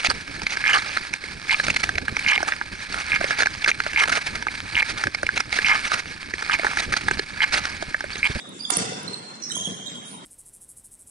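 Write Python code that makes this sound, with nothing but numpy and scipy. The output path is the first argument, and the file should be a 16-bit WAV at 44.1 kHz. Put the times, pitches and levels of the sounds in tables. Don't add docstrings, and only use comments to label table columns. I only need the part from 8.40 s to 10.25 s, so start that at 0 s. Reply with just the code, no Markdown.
import sys
import numpy as np
from scipy import signal
from scipy.fft import rfft, irfft
from scipy.io import wavfile
from scipy.ndimage import uniform_filter1d, minimum_filter1d

SR = 44100
rng = np.random.default_rng(int(sys.argv[2]) if len(sys.argv) > 2 else 0)


def gain_from_db(level_db):
    decades = np.asarray(level_db, float) / 20
    return 10 ** decades


def transcribe(signal):
    frames = np.atleast_2d(signal).T
    limited = np.clip(frames, -1, 1)
    pcm = np.round(limited * 32767).astype(np.int16)
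    wavfile.write(sys.argv[1], SR, pcm)


N = 81585
RUN_IN = SR // 5
TONE_TOP_HZ = 9880


def at_hz(points, hz):
    table_hz, value = np.array(points).T[:2]
    return np.interp(np.log(hz), np.log(table_hz), value)


def rms_one(x):
    return x / np.sqrt(np.mean(x ** 2) + 1e-20)


def drift(rate_hz, size):
    r = np.exp(-2 * np.pi * rate_hz / SR)
    white = rng.standard_normal(size + 4000)
    return rms_one(signal.lfilter([1], [1, -2 * r, r * r], white)[4000:])


def lagged(pair):
    lag_samples = 18
    return np.array([np.roll(pair[0], lag_samples), pair[1]])


def split_db(db):
    return np.array([[.5], [-.5]]) * db


def panned(x, db):
    return x * gain_from_db(split_db(db))


# (frequency [Hz], correlation)
LIKENESS = [(60, 0.87), (250, 0.86), (1000, 0.53), (4000, 0.098), (10000, 0.46)]


def bands(gain, size):
    out = 0
    edges_hz = 35 * 2 ** np.arange(0, 9, .5)
    white = rng.standard_normal((2, 2, size))
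    for k, (low, high) in enumerate(zip(edges_hz, edges_hz[1:])):
        band = signal.butter(2, [low, high], "band", fs=SR, output="sos")
        mid, side = signal.sosfilt(band, white[k % 2])
        hz = np.sqrt(low * high)
        alike = np.clip(at_hz(LIKENESS, hz), -1, 1)
        pair = np.sqrt(1 + alike) * mid + np.sqrt(1 - alike) * side * [[1], [-1]]
        out = out + gain(hz) * pair
    return lagged(out)


# (frequency [Hz], density [dB per Hz])
AIR_SPECTRUM = [(18, -65), (30, -13), (189, 4.5), (650, -3.5), (935, -3.5), (1140, -4.5), (3380, -13),
                (5100, -15.5), (9800, -10.5), (12700, -79), (21600, -120)]


def ventilation(t):
    def gain(hz):
        return gain_from_db(at_hz(AIR_SPECTRUM, hz) + 3.3 * drift(13.0, len(t)))
    return gain_from_db(-44) * rms_one(bands(gain, len(t)))


# (frequency [Hz], t60 [s])
HALL_T60 = [(100, 1.21), (300, 1.1), (1000, 1.6), (4000, 1.545), (10000, 0.29)]
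# (frequency [Hz], level [dB])
HALL_LEVEL = [(100, 3.5), (300, 6.5), (1000, 7), (4000, -0.37), (8500, 8.5), (10000, -11.5)]
# (frequency [Hz], left-right [dB])
HALL_PAN = [(200, 1.5), (1000, -2), (4000, 0), (10000, -4)]


def hall(x):
    gap_s, rise_s, lumpy_db = .006, .012, 2.4
    age = np.arange(2 * SR) / SR - gap_s

    def gain(hz):
        decay_db = at_hz(HALL_LEVEL, hz) - 60 * age / at_hz(HALL_T60, hz)
        return gain_from_db(decay_db + split_db(at_hz(HALL_PAN, hz)))

    lumps = gain_from_db(lumpy_db * drift(26.7, len(age)))
    build_up = np.clip(age / rise_s, 0, 1) ** .5
    tail = bands(gain, len(age)) * lumps * build_up
    tail = tail / np.sqrt(np.sum(tail ** 2) / 2)
    return signal.fftconvolve(tail, x[None], axes=1)[:, :len(x)]


def ring(clicks, hz, t60_s):
    r, w = gain_from_db(-60 / (t60_s * SR)), 2 * np.pi * hz / SR
    return signal.lfilter([0, np.sin(w)], [1, -2 * r * np.cos(w), r * r], clicks + 1e-18)


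# (time [s], level [dB])
THUDS = [
    (.086, -33.5),
    (0.238, -44),
    (.371, -17),
    (0.431, -28.5),
    (0.647, -28),
    (1.114, -32.5),
    (1.171, -31.5),
    (1.273, -25),
    (1.518, -32),
    (1.715, -36.5),
]
# (frequency [Hz], level [dB], t60 [s])
BOARDS = [(121.3, -11, 0.065), (191.2, 4, 0.044), (261, 1.5, 0.021), (427.4, -4.5, 0.035),
          (584, -51, 0.014)]


def thuds(t):
    time_s, db = np.transpose(THUDS)
    at = (time_s * SR).astype(int) + RUN_IN
    spread_db = rng.normal(0, 1.5, (len(at), len(BOARDS)))
    out = 0
    for k, (hz, mode_db, t60_s) in enumerate(BOARDS):
        clicks = np.zeros(len(t))
        clicks[at] = gain_from_db(db + mode_db - 7.5 + spread_db[:, k])
        out = out + ring(clicks, hz, t60_s)
    return out


# (time [s], pitch [Hz], level [dB], left-right [dB])
KNOCKS = [(.3025, 765, -11, -5), (0.3, 1270, -16, -19), (0.3, 980, -22.5, 16), (0.302, 2090, -14, -3),
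          (0.368, 1188, -27, 24), (.372, 634, -21.5, 1.5), (0.32, 380, -25, 2), (.40, 530, -30, 11),
          (0.519, 523, -23, 5.5), (0.71, 409, -30.5, 14), (1.1, 1790, -14, -2.5),
          (1.107, 1420, -16.5, -3.5), (1.165, 1012, -24.5, -16.5), (1.168, 622, -29, -3),
          (1.274, 728, -28.5, 3), (1.275, 526, -32.5, -1), (1.272, 184.5, -29, 1), (.315, 290, -28, -2),
          (.44, 463, -23.5, 2)]


def knocks(t):
    rise_s, t60_cycles = .0027, 15.3
    out = 0
    for s, hz, db, pan_db in KNOCKS:
        age = np.maximum(t - s, 0)
        shape = gain_from_db(db - 60 * age * hz / t60_cycles) * np.clip(age / rise_s, 0, 1)
        out = out + panned(shape * np.sin(2 * np.pi * hz * age), pan_db)
    return out


# (time [s], crack [dB], left-right [dB], ping over crack [dB], ping pitch [Hz])
SLAPS = [(0.0888, -49.5, -13, 10, 10040), (0.3024, -19, -15.5, -1.5, 9950), (0.3048, -20.5, -14, -18, 9800),
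         (.3685, -17, -6, 5, 9850), (.381, -33, -6, 7, 10000), (.388, -34, -6, 8, 10100),
         (0.401, -26.5, -4, -16, 10000), (.631, -46.5, -9.5, 9, 10250), (1, -43, -8, -16, 10020),
         (1.275, -43, 6, -22, 10000), (1.686, -43, -5, -21, 10000)]
# (frequency [Hz], density [dB per Hz])
CRACK_SPECTRUM = [(300, -50.5), (700, 4), (1500, 2), (2400, 1), (3500, 5.5), (6000, 2), (8500, 3.5),
                  (12000, 2.5)]


def slaps(t):
    t60_s, rise_s, ping_width_hz = .024, .0007, 800
    size = len(t)
    hz = np.maximum(np.fft.rfftfreq(size, 1 / SR), 1)
    white = rfft(rng.standard_normal((2, size)))
    noise = rms_one(irfft(white[0] * gain_from_db(at_hz(CRACK_SPECTRUM, hz)), size))
    out, far = np.zeros((2, size)), 0
    for s, crack_db, pan_db, ping_db, ping_hz in SLAPS:
        ping_band = np.exp(-((hz - ping_hz) / ping_width_hz) ** 2)
        ping = rms_one(irfft(white[1] * ping_band, size))
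        age = np.maximum(t - s, 0)
        shape = gain_from_db(crack_db - 60 * age / t60_s) * np.clip(age / rise_s, 0, 1)
        out += panned(shape * (noise + gain_from_db(ping_db) * ping), pan_db)
        far = far + shape * noise
    return out, far


# (time [s], length [s], pitch [Hz], level [dB], overtone level [dB])
SQUEAKS = [(-.1, .03, 3713, -32.5, -36), (-.05, .023, 3470, -35.5, -24), (.19, .022, 4765, -43, -14),
           (.204, .012, 4740, -28.5, -20), (.216, .033, 4850, -38, -11), (.227, .008, 4680, -35, -15),
           (.24, .012, 3500, -40, -22), (.2495, .0095, 3480, -19, -16), (.335, .012, 5620, -27, -22),
           (.364, .008, 3400, -26, -20), (.676, .014, 4170, -26, -15), (.729, .021, 4190, -30.5, -12),
           (1.014, .06, 6150, -44, -9), (1.022, .012, 5780, -31, -12), (1.033, .013, 5600, -31, -15),
           (1.037, .03, 5350, -43, -9), (1.049, .055, 5600, -41, -9), (1.075, .05, 5950, -43, -9),
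           (1.09, .012, 9450, -42, -9), (1.093, .014, 3780, -43, -3), (1.105, .021, 3830, -30, -6),
           (1.116, .012, 3110, -25, -1), (1.149, .035, 3216, -28.5, -3), (1.165, .015, 5500, -38, -9),
           (1.17, .09, 3580, -43, -9), (1.196, .026, 3225, -36, -10), (1.243, .044, 3215, -35, -7),
           (1.322, .015, 3210, -43, -12), (1.34, .035, 3200, -44, -3), (1.404, .02, 3220, -46, -10),
           (1.453, .03, 3240, -41, -10), (1.461, .03, 3740, -35, -7), (1.543, .025, 3245, -45, -10),
           (1.62, .03, 3235, -47, -10), (1.649, .11, 9510, -46, -12)]


def squeaks(t):
    grip_s, release_s = .0045, .006
    sag_per_s, pitch_wobble = .5, .019
    wobble = drift(450, len(t))
    flutter = gain_from_db(3.0 * drift(200, len(t)))
    highpass = signal.butter(2, 4670, "high", fs=SR, output="sos")
    hiss = signal.sosfilt(highpass, rng.standard_normal(len(t)))
    out = 0
    for s, length, hz, db, overtone_db in SQUEAKS:
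        shape = np.clip(np.minimum((t - s) / grip_s, (s + length - t) / release_s), 0, 1)
        sag = sag_per_s * np.clip(t - s - length / 2, -length, length)
        own_wobble = pitch_wobble * np.roll(wobble, int(hz))
        phase = 2 * np.pi * np.cumsum(hz * (1 - sag + own_wobble)) / SR
        tone = 0
        for k, partial_db in enumerate((0, overtone_db, overtone_db - 2.5), start=1):
            if k * hz < TONE_TOP_HZ:
                tone = tone + gain_from_db(partial_db) * np.sin(k * phase)
        out = out + shape * (gain_from_db(db) * tone + gain_from_db(db + overtone_db - 12.5) * hiss)
    lowpass = signal.ellip(10, .5, 50, TONE_TOP_HZ, fs=SR, output="sos")
    return signal.sosfilt(lowpass, out * flutter)


def scene():
    t = (np.arange(N + RUN_IN) - RUN_IN) / SR
    sole = squeaks(t)
    ball, crack = slaps(t)
    shell, feet = knocks(t), thuds(t)
    direct = lagged(panned(sole, -10.5) + ball + shell + feet)
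    send = gain_from_db(.5) * sole + gain_from_db(6.5) * crack + gain_from_db(-6) * shell.mean(axis=0) + gain_from_db(1.5) * feet
    return (direct + hall(send) + ventilation(t))[:, RUN_IN:]


def burst_gated(x):
    top_hz, burst_db, hold = 10800, 7, 600
    hz, bins = np.fft.rfftfreq(N, 1 / SR), rfft(x)
    top = irfft(bins * (hz > TONE_TOP_HZ) * (hz < top_hz), N)
    power = top ** 2
    sudden = uniform_filter1d(power, size=200) > gain_from_db(burst_db) ** 2 * uniform_filter1d(power, size=3000)
    held = uniform_filter1d(sudden * 1., size=hold, origin=hold // 4) > 1e-6
    return irfft(bins * (hz <= TONE_TOP_HZ), N) + top * uniform_filter1d(held * 1., size=150)


def treble_lapse(x):
    lapse_s, length_s, from_hz = .378, .0035, 2000
    hz = np.fft.rfftfreq(N, 1 / SR)
    treble = irfft(rfft(x) * (hz > from_hz), N)
    distance_s = abs(np.arange(N) / SR - lapse_s)
    return x - treble * np.clip(2 - 4 * distance_s / length_s, 0, .9) ** .3


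def masked(x):
    mask_db, chance_db, loss_db, patch_db, from_hz = 18, 6.5, -25, 2.2, 900
    hz, _, cells = signal.stft(x, SR, nperseg=1536)
    band = np.arange(len(hz)) // 4
    power = np.add.reduceat(np.mean(abs(cells) ** 2, axis=0), np.arange(0, len(hz), 4))
    loudest = -minimum_filter1d(-power, size=11, axis=0)
    luck = uniform_filter1d(rng.standard_normal((2, *power.shape)), size=4, axis=2) * 2
    lost = power < loudest * gain_from_db(2 * (chance_db * luck[0] - mask_db))
    gain_db = np.where(lost, loss_db, patch_db * luck[1])[band]
    gain_db[(hz < from_hz) | (hz > TONE_TOP_HZ - 300)] = 0
    return signal.istft(cells * gain_from_db(gain_db), SR, nperseg=1536)[1][:, :N]


def sway():
    lowpass = signal.butter(2, 45, fs=SR, output="sos")
    slow = signal.sosfilt(lowpass, rng.standard_normal(N))
    return gain_from_db(-64) * rms_one(slow) * np.array([[.75], [-1]])


def low_pass(x):
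    return signal.sosfilt(signal.butter(12, 11800, fs=SR, output="sos"), x)


def record(dry):
    rumble_cut = signal.butter(4, 126, "high", fs=SR, output="sos")
    x = signal.sosfilt(rumble_cut, dry)
    x = treble_lapse(burst_gated(x))
    mix = sway() + masked(x)
    return low_pass(mix)


dry = scene()
out = record(dry)
transcribe(out)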